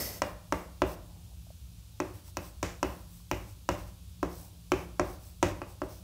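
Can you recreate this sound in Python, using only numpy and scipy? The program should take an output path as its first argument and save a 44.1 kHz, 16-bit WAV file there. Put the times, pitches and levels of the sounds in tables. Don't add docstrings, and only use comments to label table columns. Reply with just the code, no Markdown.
import sys
import numpy as np
from scipy import signal
from scipy.fft import rfft, irfft, next_fast_len
from scipy.io import wavfile

SR = 44100
rng = np.random.default_rng(int(sys.argv[2]) if len(sys.argv) > 2 else 0)


def store_pcm(level_fs):
    pcm = np.round(np.clip(level_fs, -1, 1) * 32767).astype(np.int16)
    wavfile.write(sys.argv[1], SR, np.atleast_2d(pcm).T)


def nominal_scale(level):
    x = np.asarray(level, float) / 20
    return 10 ** x


N = 266231

# (time [s], blow [dB], low board modes [dB], middle modes [dB], wall thump [dB])
TAPS = [(0.2182, -20, -14.5, -7, -27), (0.5226, -20.5, -9, -8, -25.5), (0.818, -18.5, -5.5, -3, -22.5),
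        (2.0005, -24.5, -5, -9.5, -30), (2.369, -28, -10, -11.5, -20), (2.6274, -24.5, -7, -9.5, -20.5),
        (2.8282, -20.5, -9.5, -11.5, -24), (3.3123, -23, -6, -10, -20.5), (3.6885, -19.5, -9, -10.5, -21),
        (4.2281, -23.5, -1.5, -8.5, -21.5), (4.7176, -19, -5.5, -11, -25.5),
        (4.995, -19.5, -6.5, -9, -23.5), (5.4267, -16, -6.5, -10, -23), (5.6161, -32, -7.5, -9.5, -23),
        (5.8167, -28, -4, -4.5, -21.5)]
# (tick over the blow [dB], pitch [Hz], crumbling grit [dB],
# thin crack over the tick [dB], crunch over the blow [dB])
TICKS = [(-4.5, 5480, -53.5, -22, -7.5), (-7.5, 5760, -61, -19, -9.5), (-11.5, 5540, -52, -18, -7.5),
         (-6, 5870, -60, -22, -7), (0, 5830, -64, -19, -8.5), (-2.5, 6100, -39.5, -17, -10.5),
         (-5.5, 5620, -51.5, -19, -9.5), (-5, 5740, -48.5, -17, -7), (-6.5, 5730, -48.5, -17.5, -9),
         (-13.5, 5550, -50.5, -17, -14), (-8.5, 6030, -46.5, -15.5, -7.5), (-8, 5750, -50, -30, -11),
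         (-6.5, 6230, -37.5, -20, -8.5), (-13.5, 5100, -74, -16, -10), (-15, 5000, -74, -25, -16)]
# (frequency [Hz], level [dB])
HISS = [(3000, -10.5), (8000, 3.5), (10500, 4), (12000, 3.5), (14500, 1.5), (16000, 5)]


def evened(x):
    return x / np.sqrt(np.mean(x ** 2) + 1e-20)


def read(points, hz):
    f, value = np.transpose(points)
    return np.interp(np.log(hz + 1), np.log(f + 1), value)


def coloured(x, points):
    size = next_fast_len(len(x))
    gain = nominal_scale(read(points, np.fft.rfftfreq(size, 1 / SR)))
    return evened(irfft(rfft(x, size) * gain, size)[:len(x)])


def resonate(x, hz, width):
    r = np.exp(-np.pi * width / SR)
    return evened(signal.lfilter([1], [1, -2 * r * np.cos(2 * np.pi * hz / SR), r * r], x))


def ring(modes, rise, scatter_db, detune):
    hz, db, t60 = np.transpose(modes)[:, :, None]
    t60 = np.minimum(t60, 23 / hz)
    t = np.arange(SR // 3) / SR
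    spot = rng.standard_normal((len(modes), 2))
    level = nominal_scale(db + scatter_db * spot[:, :1] - 60 * t / t60)
    pitch = hz * (1 + detune * spot[:, 1:])
    lines = level * np.sin(2 * np.pi * pitch * t)
    return lines.sum(0) * (1 - np.exp(-t / rise))


def add(mix, s, sound):
    part = mix[round(s * SR):][:len(sound)]
    part += sound[:len(part)]


def dust(per_s, spread_db):
    size = nominal_scale(spread_db * np.minimum(rng.exponential(1, N), 4))
    return size * rng.standard_normal(N) * (rng.random(N) < per_s / SR)


def arches(rows):
    out = np.zeros(N)
    for s, length, db, top in rows:
        u = np.linspace(0, 1, round(length * SR))
        skew = np.log(.5) / np.log(np.clip(top, .1, .9))
        speed = abs(np.sin(np.pi * u ** skew))
        add(out, s, nominal_scale(db) * speed ** 0.95)
    return out


def wander():
    spread_db, knot_s = 4, .12
    knots = rng.standard_normal(100)
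    return nominal_scale(spread_db * np.interp(np.arange(N) / SR / knot_s, np.arange(100), knots))


def taps():
    # (frequency [Hz], level [dB], t60 [s])
    low_modes = [(312, -5.5, 0.11), (360, 0, 0.3), (236.7, -3, 0.017), (422, -12.5, .06)]
    middle_modes = [(606, -0.5, 0.24), (457, -12, 0.073), (680, -4, 0.024)]
    high_modes = [(801, -6, 0.09), (1021, -4.5, 0.075), (1140, -55, .02), (1450, -68, 0.04),
                  (1920, -19, 0.0019)]
    thump_modes = [(62, -2, 0.21), (93.1, 1.5, 0.14), (179.7, -0.5, 0.17)]
    forerunner_modes = [(620, -7, 0.0054), (1520, -20, 0.0046)]
    crunch_band = signal.butter(2, [1800., 2900.], "band", fs=SR, output="sos")
    spots = 4
    push, crunch, boards = np.zeros(N), np.zeros(N), np.zeros((spots, N))
    t = np.arange(SR // 3) / SR
    for k, (tap, tick) in enumerate(zip(TAPS, TICKS)):
        s, db, low_db, middle_db, thump_db = tap
        tick_db, _, grit_db, _, crunch_db = tick
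        board = boards[k % spots]
        s += .0014

        glance_db = 0.27 * max(grit_db - db + 31, 0)
        push_hz = 930 + 10.5 * (tick_db + 4.5)
        u = 2 * np.pi * push_hz * t - 2.5
        cycle = -u * np.exp(-u ** 2 / 2) * nominal_scale(0.21 * np.tanh(u))
        add(push, s, nominal_scale(db + 9.5 - glance_db) * cycle)

        sound = nominal_scale(2.5) * ring(high_modes, 0.00069, 0.87, 0.06)
        sound += nominal_scale(low_db + 8) * ring(low_modes, 0.0031, 1.74, 0.0019)
        sound += nominal_scale(middle_db + 13.0) * ring(middle_modes, 0.0063, 1.3, 0.013)
        sound += nominal_scale(thump_db + 12.0) * ring(thump_modes, 0.0067, 1.0, 0.038)
        add(board, s, nominal_scale(db) * sound)
        add(board, s - .0023, nominal_scale(db - 15.5) * ring(forerunner_modes, 0.00017, 1, 0.037))

        crumbs = (np.arange(len(t)) == 6) + nominal_scale(-17 - 60 * t / 0.02) * rng.standard_normal(len(t))
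        add(crunch, s, nominal_scale(db + crunch_db + 27.5) * signal.sosfilt(crunch_band, crumbs))
    return push, boards, crunch


def ticks():
    # (factor on the pitch [ratio], level [dB], t60 [s])
    tip_modes = [(.75, 1.5, 0.0004), (1.0, -1, 0.0024), (1.17, -4.5, 0.0019), (1.45, -13.5, 0.004)]
    # (frequency [Hz], level [dB], t60 [s])
    crack_modes = [(10770, -1.5, 0.0018), (13200, 0.5, 0.0016), (15700, 6, 0.00085)]
    bounce_s, bounce_db = 0.0022, -7
    out = np.zeros(N)
    for (s, blow_db, *_), (db, hz, _, crack_db, _) in zip(TAPS, TICKS):
        tip = ring(np.multiply(tip_modes, [hz, 1, 1]), .0001, 0.49, 0.0053)
        crack = nominal_scale(crack_db + 7.5) * ring(crack_modes, .00005, 0.48, 0.05)
        add(out, s + 0.001504, nominal_scale(blow_db + db + 9.5) * (tip + crack))
        add(out, s + 0.0019 + bounce_s, nominal_scale(blow_db + db + 8.5 + bounce_db) * tip)
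    return out


def strokes():
    # (start [s], length [s], hiss at top speed [dB],
    # place of top speed [0-1], grit over the hiss [dB])
    slides = [(0.214, .15, -61, 0.3, -7), (0.523, 0.17, -60.5, 0.25, -3), (0.833, 0.13, -55.5, 0.59, -15),
              (2.015, 0.14, -65.5, 0.37, -4), (2.135, 0.1, -63, 0.26, -6), (2.225, 0.092, -59, 0.63, -11),
              (2.385, 0.14, -58.5, 0.55, -15), (2.647, 0.17, -63.5, 0.14, 4.5),
              (2.845, 0.25, -61, 0.15, -14), (3.063, 0.19, -62.5, 0.47, -17), (3.325, 0.18, -64, 0.27, -2),
              (3.453, 0.089, -62.5, 0.62, -8), (3.7, 0.073, -61.5, 0.4, 8), (3.759, 0.091, -61.5, 0.47, 0),
              (3.83, 0.093, -65, 0.58, -2.5), (4.24, 0.27, -57.5, 0.59, -17), (4.73, 0.14, -61.5, .5, -1),
              (5.016, 0.17, -59, 0.48, -7), (5.19, 0.16, -61.5, 0.43, -11), (5.446, 0.089, -60, .5, 3),
              (5.54, 0.059, -70, .4, 4), (5.665, 0.092, -63.5, .4, -25), (5.827, 0.057, -65, 0.3, -14),
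              (5.88, 0.16, -60.5, 0.28, -14)]
    # (frequency [Hz], width [Hz], level [dB])
    slide_bands = [(6040, 2700, 2.5), (8240, 1200, -3.5), (12200, 1500, -7.5), (14200, 1500, -1)]
    # (frequency [Hz], level [dB])
    grit_colour = [(600, 2), (2500, 0.5), (4300, -9.5), (5500, -4), (6900, -5.5), (8300, -12.5),
                   (9500, -19), (12000, -22)]
    crumble_t60 = 0.3
    rows = np.array(slides)
    t = np.arange(SR // 2) / SR

    coarse = arches(rows[:, :4] + rows[:, 4:] * [0, 0, 1, 0])
    for (s, *_), (_, _, grit_db, *_) in zip(TAPS, TICKS):
        add(coarse, s, nominal_scale(grit_db - 60 * t / crumble_t60) * np.minimum(t / 0.004, 1))
    grit = coloured(dust(9000., 0.59), grit_colour) * coarse

    slips = dust(16000.0, 2.4)
    hum = np.zeros(N)
    for hz, width, db in slide_bands:
        hum += nominal_scale(db) * wander() * resonate(resonate(slips, hz, width), hz, width)
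    slide = nominal_scale(1.5) * coloured(slips, HISS) + nominal_scale(-6) * evened(hum)
    return nominal_scale(2.5) * slide * arches(rows[:, :4]) + nominal_scale(2.0) * grit


def hard_stroke():
    # (frequency [Hz], width [Hz], level [dB])
    stick_bands = [(2010, 130, 2), (2580, 310, -16), (3300, 250, -27), (4530, 120, -24), (4650, 120, 2.5),
                   (5320, 440, 7), (6110, 96, 2.5), (6530, 120, -1), (7350, 240, -6), (7890, 150, -24),
                   (8570, 780, -1), (10100, 250, -8), (9900, 160, -25), (10700, 200, -4), (11400, 340, 0),
                   (11630, 310, -6), (11800, 520, 5), (12200, 290, 2), (13600, 320, -5), (14450, 250, 5),
                   (14800, 300, -1), (15600, 180, -19)]
    rumble_colour = [(150, -2.5), (300, -4), (600, -1.5), (1000, -13.0), (1600, -16.0), (3000, -17.5)]
    slips = dust(15000., 2.2)
    stick = np.zeros(N)
    for hz, width, db in stick_bands:
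        stick += nominal_scale(db) * resonate(resonate(slips, hz, 1.4 * width), hz, 1.4 * width)
    friction = evened(stick) + nominal_scale(-6.5) * coloured(slips, HISS)
    rumble = coloured(rng.standard_normal(N), rumble_colour)

    t = np.arange(N) / SR
    eased_db = -94 * t
    lifted_db = -550 * np.maximum(t - 0.191, 0)
    rumble_db = -1.5 + 0.68 * eased_db
    return nominal_scale(-35.5 + lifted_db) * (nominal_scale(eased_db) * friction + nominal_scale(rumble_db) * rumble)


def hand():
    # (start [s], length [s], level [dB], place of top speed [0-1])
    sleeve = [
        (.99, 0.11, -84, 0.2),
        (1.09, 0.26, -76.5, 0.14),
        (1.26, .12, -84, .5),
        (1.93, 0.053, -85, 0.6),
        (3.03, .1, -100, 0.08),
        (4.39, 0.26, -74, 0),
        (5.19, 0.16, -86, 0.7),
    ]
    # (frequency [Hz], level [dB])
    cloth = [(250, 3), (500, 5), (800, 10), (1500, -17.5), (2800, -12.5), (5000, -31.5)]
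    # (time [s], level [dB], pitch [Hz])
    knocks = [
        (1.468, -57.5, 660),
        (1.504, -49.5, 620),
        (2.285, -56.5, 930),
        (3.202, -59, 1090),
    ]
    out = arches(sleeve) * nominal_scale(11.5) * coloured(dust(3000., 3.6), cloth)
    for s, db, hz in knocks:
        add(out, s, nominal_scale(db + 9) * ring([(hz, 0, 14.4 / hz)], 0.00051, 0, 0))
    return out


def classroom(x):
    # (frequency [Hz], t60 [s])
    room_t60 = [(60, 1), (200, 0.72), (330, 0.23), (450, 0.49), (800, 0.53), (1500, 0.5), (2500, 0.48),
                (6000, 0.34), (12000, 0.3)]
    # (frequency [Hz], level [dB])
    room_colour = [(60, 5), (300, 9.5), (900, 2.5), (1700, 0.5), (2800, 5), (4000, 3), (6000, -4.5),
                   (12000, 4.5)]
    # (delay [s], level [dB])
    echoes = [(.003, -9), (.0048, -14.5), (.0105, -19.5), (.019, -11.5), (.038, -29.5), (.076, -25.5)]
    tail = np.zeros(SR)
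    at = np.arange(260, SR - 20, 20)
    tail[at + rng.integers(0, 20, len(at))] = rng.choice([-1., 1.], len(at))

    hz, t, z = signal.stft(tail, SR, nperseg=256)
    decay_db = read(room_colour, hz)[:, None] - 60 * t / read(room_t60, hz)[:, None]
    tail = signal.istft(z * nominal_scale(decay_db), SR, nperseg=256)[1]

    after_wall = np.clip((np.arange(len(tail)) / SR - .108) / 0.014, 0, 1)
    tail *= nominal_scale(-1.5 * after_wall)
    tail *= nominal_scale(-6.0) / np.linalg.norm(tail)
    for k, (s, db) in enumerate(echoes):
        add(tail, s, (-1) ** k * nominal_scale(db) * np.hanning(9) / 4)
    return signal.fftconvolve(x, tail)[:N]


def ventilation():
    # (frequency [Hz], width [Hz], level [dB])
    ducts = [(61, 5.1, -53), (105.2, 1.8, -60), (171.5, 2.1, -60.5)]
    # (frequency [Hz], density [dB per Hz])
    floor_colour = [(25, -82), (45, -7.5), (100, 0.5), (135, -16.5), (170, -16), (240, -23), (370, -32.5),
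                    (700, -35.5), (1300, -37.5), (2000, -42.5), (2500, -35.5), (3600, -32.5), (8000, -35.5),
                    (15700, -37.5)]
    hum = sum(nominal_scale(db) * resonate(rng.standard_normal(N), hz, width) for hz, width, db in ducts)
    return nominal_scale(-48 - 3.5) * coloured(rng.standard_normal(N), floor_colour) + hum


def scene():
    push, boards, crunch = taps()
    tip = ticks()
    blows = push + boards.sum(0) + crunch + tip
    near = strokes() + hard_stroke() + hand()

    wet = classroom(push + tip)
    wet += nominal_scale(-1.0) * sum(map(classroom, boards))
    wet += nominal_scale(-1.5) * classroom(crunch + nominal_scale(-18.0) * near)
    mix = 0.7 * blows + near + wet + ventilation()

    edge = signal.firwin(1023, 15720, window=("kaiser", 9), fs=SR)
    click_edge = signal.firwin(255, 16500, window=("kaiser", 9), fs=SR)
    clicks = 0.43 * signal.oaconvolve(blows, click_edge, "same")
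    return (signal.oaconvolve(mix, edge, "same") + clicks)[None]


def top_cut(x):
    return signal.sosfilt(signal.butter(12, 16780, fs=SR, output="sos"), x)


def record(dry):
    bass_cut = signal.butter(4, 36., "high", fs=SR, output="sos")
    return top_cut(signal.sosfilt(bass_cut, dry))


dry = scene()
out = record(dry)
store_pcm(out)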